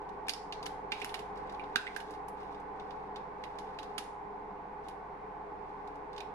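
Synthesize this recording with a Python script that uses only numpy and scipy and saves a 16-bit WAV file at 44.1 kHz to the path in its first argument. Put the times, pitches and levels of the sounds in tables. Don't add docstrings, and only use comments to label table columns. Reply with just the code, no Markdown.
import sys
import numpy as np
from scipy import signal
from scipy.fft import rfft, irfft, next_fast_len
from scipy.io import wavfile
from scipy.ndimage import uniform_filter1d

SR = 44100
rng = np.random.default_rng(int(sys.argv[2]) if len(sys.argv) > 2 else 0)


def store_pcm(level_fs):
    pcm = np.round(np.clip(level_fs, -1, 1) * 32767).astype(np.int16)
    wavfile.write(sys.argv[1], SR, np.atleast_2d(pcm).T)


N = 279594
TIME_S = np.arange(N) / SR


def snaps(crack_trim_db=5, pop_trim_db=-1, pop_pan_db=-3, rebound_crack_db=-6, thud_trim_db=-16):
    # start_s, crack_db, treble_db, pocket_hz, pop_db, decay_ms, pan_db,
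    # rebound_ms, rebound_db, rebound_hz
    hits = [(0.2829, -44, -1, 2360, -50, 2.7, 3, 4, -17, 3900),
            (0.2936, -38, -2.5, 4540, -34.5, 3.1, -10, 2.6, -12, 2800),
            (0.3357, -48.5, -4, 5240, -39.5, 1.6, -8, 4, -14, 3000),
            (0.9188, -38.5, -18, 2370, -34.5, 3.9, -5.5, 5.3, -4, 2730),
            (1.0161, -49, -10, 2260, -39, 3.3, -8, 4.9, 0, 2660),
            (1.0457, -43.5, 1, 1880, -55, 0.5, -4, 3, -10, 2600),
            (1.5952, -73, -20, 2370, -45, 4, -5, 7.1, -8, 2720),
            (1.758, -31.5, -10.5, 1540, -22.5, 1.5, -7, 1.77, -11, 3910),
            (1.867, -50, -24, 1990, -37, 2.5, -6, 8.5, -1.5, 2200),
            (1.9622, -46.5, -2, 1620, -33.5, 5.5, -16, 3.5, -10, 1760),
            (3.4374, -53, -10.5, 2000, -49, 4.2, -11, 4.3, -14, 3000),
            (3.9798, -41, -0.5, 1320, -45, 2.6, -9.5, 2.65, -2.5, 3600),
            (6.204, -56, -7, 3800, -51, 2.3, -9, 2.4, 3, 2480)]
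    out = np.zeros((2, N))
    for start_s, db, treble_db, hz, pop_db, decay_ms, pan_db, rebound_ms, rebound_db, rebound_hz in hits:
        add(out, start_s, panned(thud(db + thud_trim_db), 0))
        first = (start_s, db, hz, pop_db)
        rebound_s = start_s + rebound_ms / 1000
        rebound = (rebound_s, db + rebound_db + rebound_crack_db, rebound_hz, pop_db + rebound_db)
        for at_s, slap_db, air_hz, air_db in (first, rebound):
            add(out, at_s, panned(crack(slap_db + crack_trim_db, treble_db, air_hz, decay_ms), pan_db))
            add(out, at_s, panned(pop(air_hz, air_db + pop_trim_db), pan_db + pop_pan_db))
    return out


def crack(db, treble_db, fold_hz, decay_ms, rise_ms=1.0, grain_db=4):
    t_ms = np.arange(SR // 20) * 1000 / SR
    impacts, sizes = rng.standard_normal((2, len(t_ms)))
    envelope = (1 - np.exp(-t_ms / rise_ms)) * np.exp(-t_ms / decay_ms)
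    rush = impacts * gain_of(grain_db * np.clip(sizes, -2, 2)) * envelope
    return latex_colour(at_level(rush, db), treble_db, fold_hz)


def pop(pitch_hz, db, swell_power=3):
    # pitch_ratio, gain_db, decay_cycles
    modes = [(0.989, 3, 1.38), (1.237, -12.5, 0.76), (1.63, -15.5, 1.1), (4, -23, 1.1), (0.24, -31, 2.1)]
    cycles = pitch_hz * np.arange(SR // 50) / SR
    ring = np.zeros(len(cycles))
    for ratio, gain_db, decay_cycles in modes:
        age = cycles / decay_cycles
        ring += gain_of(gain_db) * age ** swell_power * np.exp(-age) * np.sin(2 * np.pi * ratio * cycles)
    return at_level(ring, db)


def thud(db, pitch_hz=240, decay_s=0.0045):
    t = np.arange(SR // 12) / SR
    return at_level(np.sin(2 * np.pi * pitch_hz * t) * t * np.exp(-t / decay_s), db)


def creases(trim_db=3, decay_ms=4.1):
    # start_s, level_db, treble_db, fold_hz, pan_db
    peels = [(0.0902, -67, -7, 6000, -27), (.2667, -62, -7, 4000, 1), (0.5233, -42, -17.5, 5700, -7),
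             (.6275, -53.5, -4, 4000, -5), (.6578, -47.5, -7, 4500, 10), (.6627, -43.5, -4, 1510, -14),
             (1.092, -51.5, -7, 3500, -11), (1.1413, -39.5, -7, 2270, -7.5),
             (1.191, -52.5, -1.5, 3000, -10), (1.3733, -66.5, -4, 5000, -3), (1.4946, -59, -10, 4000, -5),
             (1.522, -68, -1, 6000, -10), (1.5449, -62, -12, 3980, -10), (1.637, -62.5, -16, 3000, -18),
             (1.946, -58, -13, 4000, -6), (2.0018, -48.5, -7, 1800, -20), (2.1065, -63, 1, 7000, -5),
             (2.137, -64, -7, 5000, -6), (2.2826, -62.5, 4, 11000, -15), (2.5456, -66, -14, 4000, -7),
             (2.5998, -71.5, -1.5, 7000, 1), (2.797, -60, -15, 4500, -7), (2.906, -59, -17, 4500, -9),
             (3.1587, -53, -13, 4000, -3), (3.5856, -52.5, -7, 6000, -6.5), (3.7872, -50, -9, 2870, -6.5),
             (3.8288, -56, -8, 5000, -11), (4.884, -56, -6, 10000, -20), (5.8738, -66, -8, 6000, -20),
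             (5.955, -74, -1, 6000, -5), (6.13, -62.5, -13, 6000, -3), (6.1625, -59, -12, 4600, -2),
             (6.179, -52.5, -11, 3720, -22)]
    out = np.zeros((2, N))
    for start_s, db, treble_db, fold_hz, pan_db in peels:
        add(out, start_s, panned(crack(db + trim_db, treble_db, fold_hz, decay_ms), pan_db))
    return out


def rubbing(trim_db=-1.5, slips_per_s=1100, spread_db=2.0, catches_per_s=12, catch_db=11, catch_ms=4):
    # start_s, length_s, level_db
    strokes = [(0, 0.24, -78), (0.904, 0.21, -53), (1.34, 0.68, -68), (1.782, 0.43, -62),
               (2.36, 0.27, -67.5), (2.743, 0.37, -71), (3.37, 0.76, -70), (4.82, .14, -66),
               (5.6, 0.43, -76), (6.12, .14, -68)]
    attack_s, release_s = 0.02, 0.095
    slips = (rng.random(N) < slips_per_s / SR) * rng.choice([-1, 1], N)
    slips = slips * gain_of(spread_db * np.minimum(rng.exponential(1, N), 4))
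    pole = np.exp(-1000 / (catch_ms * SR))
    catches = signal.lfilter([1], [1, -pole], 1.0 * (rng.random(N) < catches_per_s / SR))
    ticks = slips * (1 + gain_of(catch_db) * catches)
    fizz = unit_rms(latex_colour(ticks, treble_db=-6, fold_hz=3200))
    drag = np.zeros(N)
    for start_s, length_s, db in strokes:
        attack = np.clip((TIME_S - start_s) / attack_s, 0, 1)
        release = np.clip((start_s + length_s - TIME_S) / release_s, 0, 1)
        drag += gain_of(db + trim_db) * attack * release
    return panned(fizz * drag, pan_db=-3)


def latex_colour(x, treble_db, fold_hz, lift_db=5, width_oct=0.89):
    # freq_hz, gain_db
    spectrum = [(100, -22.5), (300, -4), (700, -22), (1300, 3.5), (2500, 5), (3700, 5), (5000, 3),
                (6500, -1.5), (8500, -5), (10800, 3), (12500, -8.5), (15000, -25.5)]
    size = x.shape[-1]
    padded = next_fast_len(size + 512)
    hz = np.fft.rfftfreq(padded, 1 / SR)
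    shelf_db = treble_db * log_interp([(4000, 0.0077), (6500, 0.48), (10000, 1)], hz)
    fold_db = lift_db * np.exp(-(np.log2((hz + 1) / fold_hz) / width_oct) ** 2)
    response = gain_of(log_interp(spectrum, hz) + shelf_db + fold_db)
    return irfft(rfft(x, padded) * response, padded)[..., :size]


def glove(rub):
    return snaps() + creases() + rub


def kitchen(rub, basin_db=-5, basin_t60_s=0.058, room_db=-8.5, sink_hz=1580, sink_q=16, sink_db=-7):
    # freq_hz, t60_s
    room = [(200, 0.62), (1500, 0.48), (4000, 0.33), (8000, 0.46), (14000, 0.18)]
    wall_paths = 3
    left, right = glove(rub)
    direct = np.array([left, np.roll(right, 6)])
    basin = reflections(glove(rub), delay_s=0.002, t60_s_at=lambda hz: np.full(len(hz), basin_t60_s))
    walls = np.zeros((2, N))
    for _ in range(wall_paths):
        mono = glove(rub).mean(0)[None]
        walls += reflections(mono, delay_s=0.0074, t60_s_at=lambda hz: log_interp(room, hz))
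    walls /= np.sqrt(wall_paths)
    ring = signal.lfilter(*signal.iirpeak(sink_hz, sink_q, SR), walls)
    reverb = panned(walls + gain_of(sink_db) * ring, pan_db=-1.5)
    return direct + gain_of(basin_db) * basin + gain_of(room_db) * reverb


def reflections(x, delay_s, t60_s_at):
    hz, t, bands = signal.stft(rng.choice([-1., 1.], (2, SR * 2 // 3)), SR, nperseg=64)
    tail = signal.istft(bands * gain_of(-60 * t / t60_s_at(hz)[:, None]), SR, nperseg=64)[1]
    tail /= np.linalg.norm(tail, axis=1, keepdims=True)
    response = np.pad(tail, ((0, 0), (round(delay_s * SR), 0)))
    return signal.oaconvolve(x, response, axes=1)[:, :N]


def fan_air(trim_db=-1.02, pan_db=-1.35):
    # freq_hz, density_db
    air = [(25, -88), (70, -90), (120, -88), (240, -86), (360, -84.5), (580, -82.5), (950, -72),
           (1300, -84.5), (2200, -90.5), (3000, -105), (4500, -111), (7500, -122.5), (11300, -124.5),
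           (13000, -146)]
    # centre_hz, width_hz, lift_db
    resonances = [(193, 43.3, 10), (302.5, 61, 9), (383, 20.6, 7), (423.2, 45.3, 13), (501.7, 40, 8.5),
                  (764.3, 132, 8), (859.5, 35, 7.5), (1110, 92, 4.5), (1505, 44, 7)]
    # freq_hz, correlation
    likeness = [(50, 0.94), (200, 0.99), (400, 0.88), (800, 0.32), (1500, 0), (4000, 0.14), (12000, 0.099)]
    size = next_fast_len(N, True)
    hz = np.fft.rfftfreq(size, 1 / SR)
    peaks_db = sum(lift_db * np.exp(-2 * ((hz - centre_hz) / width_hz) ** 2)
                   for centre_hz, width_hz, lift_db in resonances)
    shape = gain_of(log_interp(air, hz) + peaks_db + trim_db) * np.sqrt(SR) / 2
    correlation = np.clip(log_interp(likeness, hz), -1, 1)
    mid, side = rfft(rng.standard_normal((2, size))) * np.sqrt([1 + correlation, 1 - correlation]) * shape
    return panned(irfft([mid + side, mid - side], size)[:, :N], pan_db)


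def fan_hum(trim_db=-0.22, waver_rad_at_500hz=0.48, flutter_db_at_500hz=2.0):
    # pitch_hz, level_db, pan_db
    tones = [(18.4, -65.5, 0), (35.6, -68.5, -11), (55, -61.5, 0), (92.6, -72.5, -5), (101.1, -73.5, -14),
             (150.5, -65, -7), (198.7, -66, 4), (287.4, -63.5, 6), (389.7, -67, -1), (412.2, -54.5, 8),
             (436, -60, 1.5), (482.8, -63.5, 1), (508.6, -62, -15.5), (521.6, -68, -9), (781, -61, 3),
             (835, -58.5, -0.5), (905.5, -59, -17), (1002, -64, 4), (1030, -60, -18.5)]
    out = np.zeros((2, N))
    for hz, db, pan_db in tones:
        unsteady = np.sqrt(hz / 500)
        phase = 2 * np.pi * (hz * TIME_S + rng.random()) + unsteady * waver_rad_at_500hz * drift(9)
        level_db = db + trim_db + unsteady * flutter_db_at_500hz * drift(8)
        out += panned(np.sqrt(2) * np.sin(phase) * gain_of(level_db), pan_db)
    return out


def gain_of(db):
    return np.exp(np.asarray(db) * np.log(10) / 20)


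def unit_rms(x):
    return x / np.sqrt(np.mean(x ** 2) + 1e-20)


def at_level(x, db):
    return x * gain_of(db) * np.sqrt(0.012 * SR / (np.sum(x ** 2) + 1e-20))


def log_interp(points, hz):
    knots_hz, values = np.transpose(points)
    return np.interp(np.log(hz + 1), np.log(knots_hz), values)


def drift(rate_hz):
    knots_s = np.arange(0, N / SR + 1, 1 / rate_hz)
    return unit_rms(np.interp(TIME_S, knots_s, rng.standard_normal(len(knots_s))))


def panned(x, pan_db):
    return x * unit_rms(gain_of([[pan_db / 2], [-pan_db / 2]]))


def add(mix, start_s, sound):
    part = mix[:, max(round(start_s * SR), 0):][:, :sound.shape[1]]
    part += sound[:, :part.shape[1]]


def scene():
    # time_s, gain_db
    background_db = [(0, -0.1), (1.5, 2), (2.1, 0.5), (3.6, 0), (4.3, -.8), (6.3, -0.2)]
    fan_gain = gain_of(np.interp(TIME_S, *np.transpose(background_db)))
    return kitchen(rubbing()) + (fan_air() + fan_hum()) * fan_gain


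def record(dry, threshold_db=-39, duck_db_per_db=0.21, peak_fall_db_per_s=48, lag_s=0.0097, trim_db=-1.0):
    cutoff_hz = 15200
    power_db = 10 * np.log10(abs(uniform_filter1d((dry ** 2).mean(0), size=160)) + 1e-12)
    fall_db = TIME_S * peak_fall_db_per_s
    peak_db = np.maximum.accumulate(power_db + fall_db) - fall_db
    over_db = np.maximum(peak_db - threshold_db, 0)
    pole = np.exp(-1 / (lag_s * SR))
    duck_db = duck_db_per_db * signal.lfilter([1 - pole], [1, -pole], over_db)
    lowpass = signal.firwin(511, cutoff_hz, window=("kaiser", 9), fs=SR)
    return signal.oaconvolve(dry * gain_of(trim_db - duck_db), lowpass[None], "same")


dry = scene()
out = record(dry)
store_pcm(out)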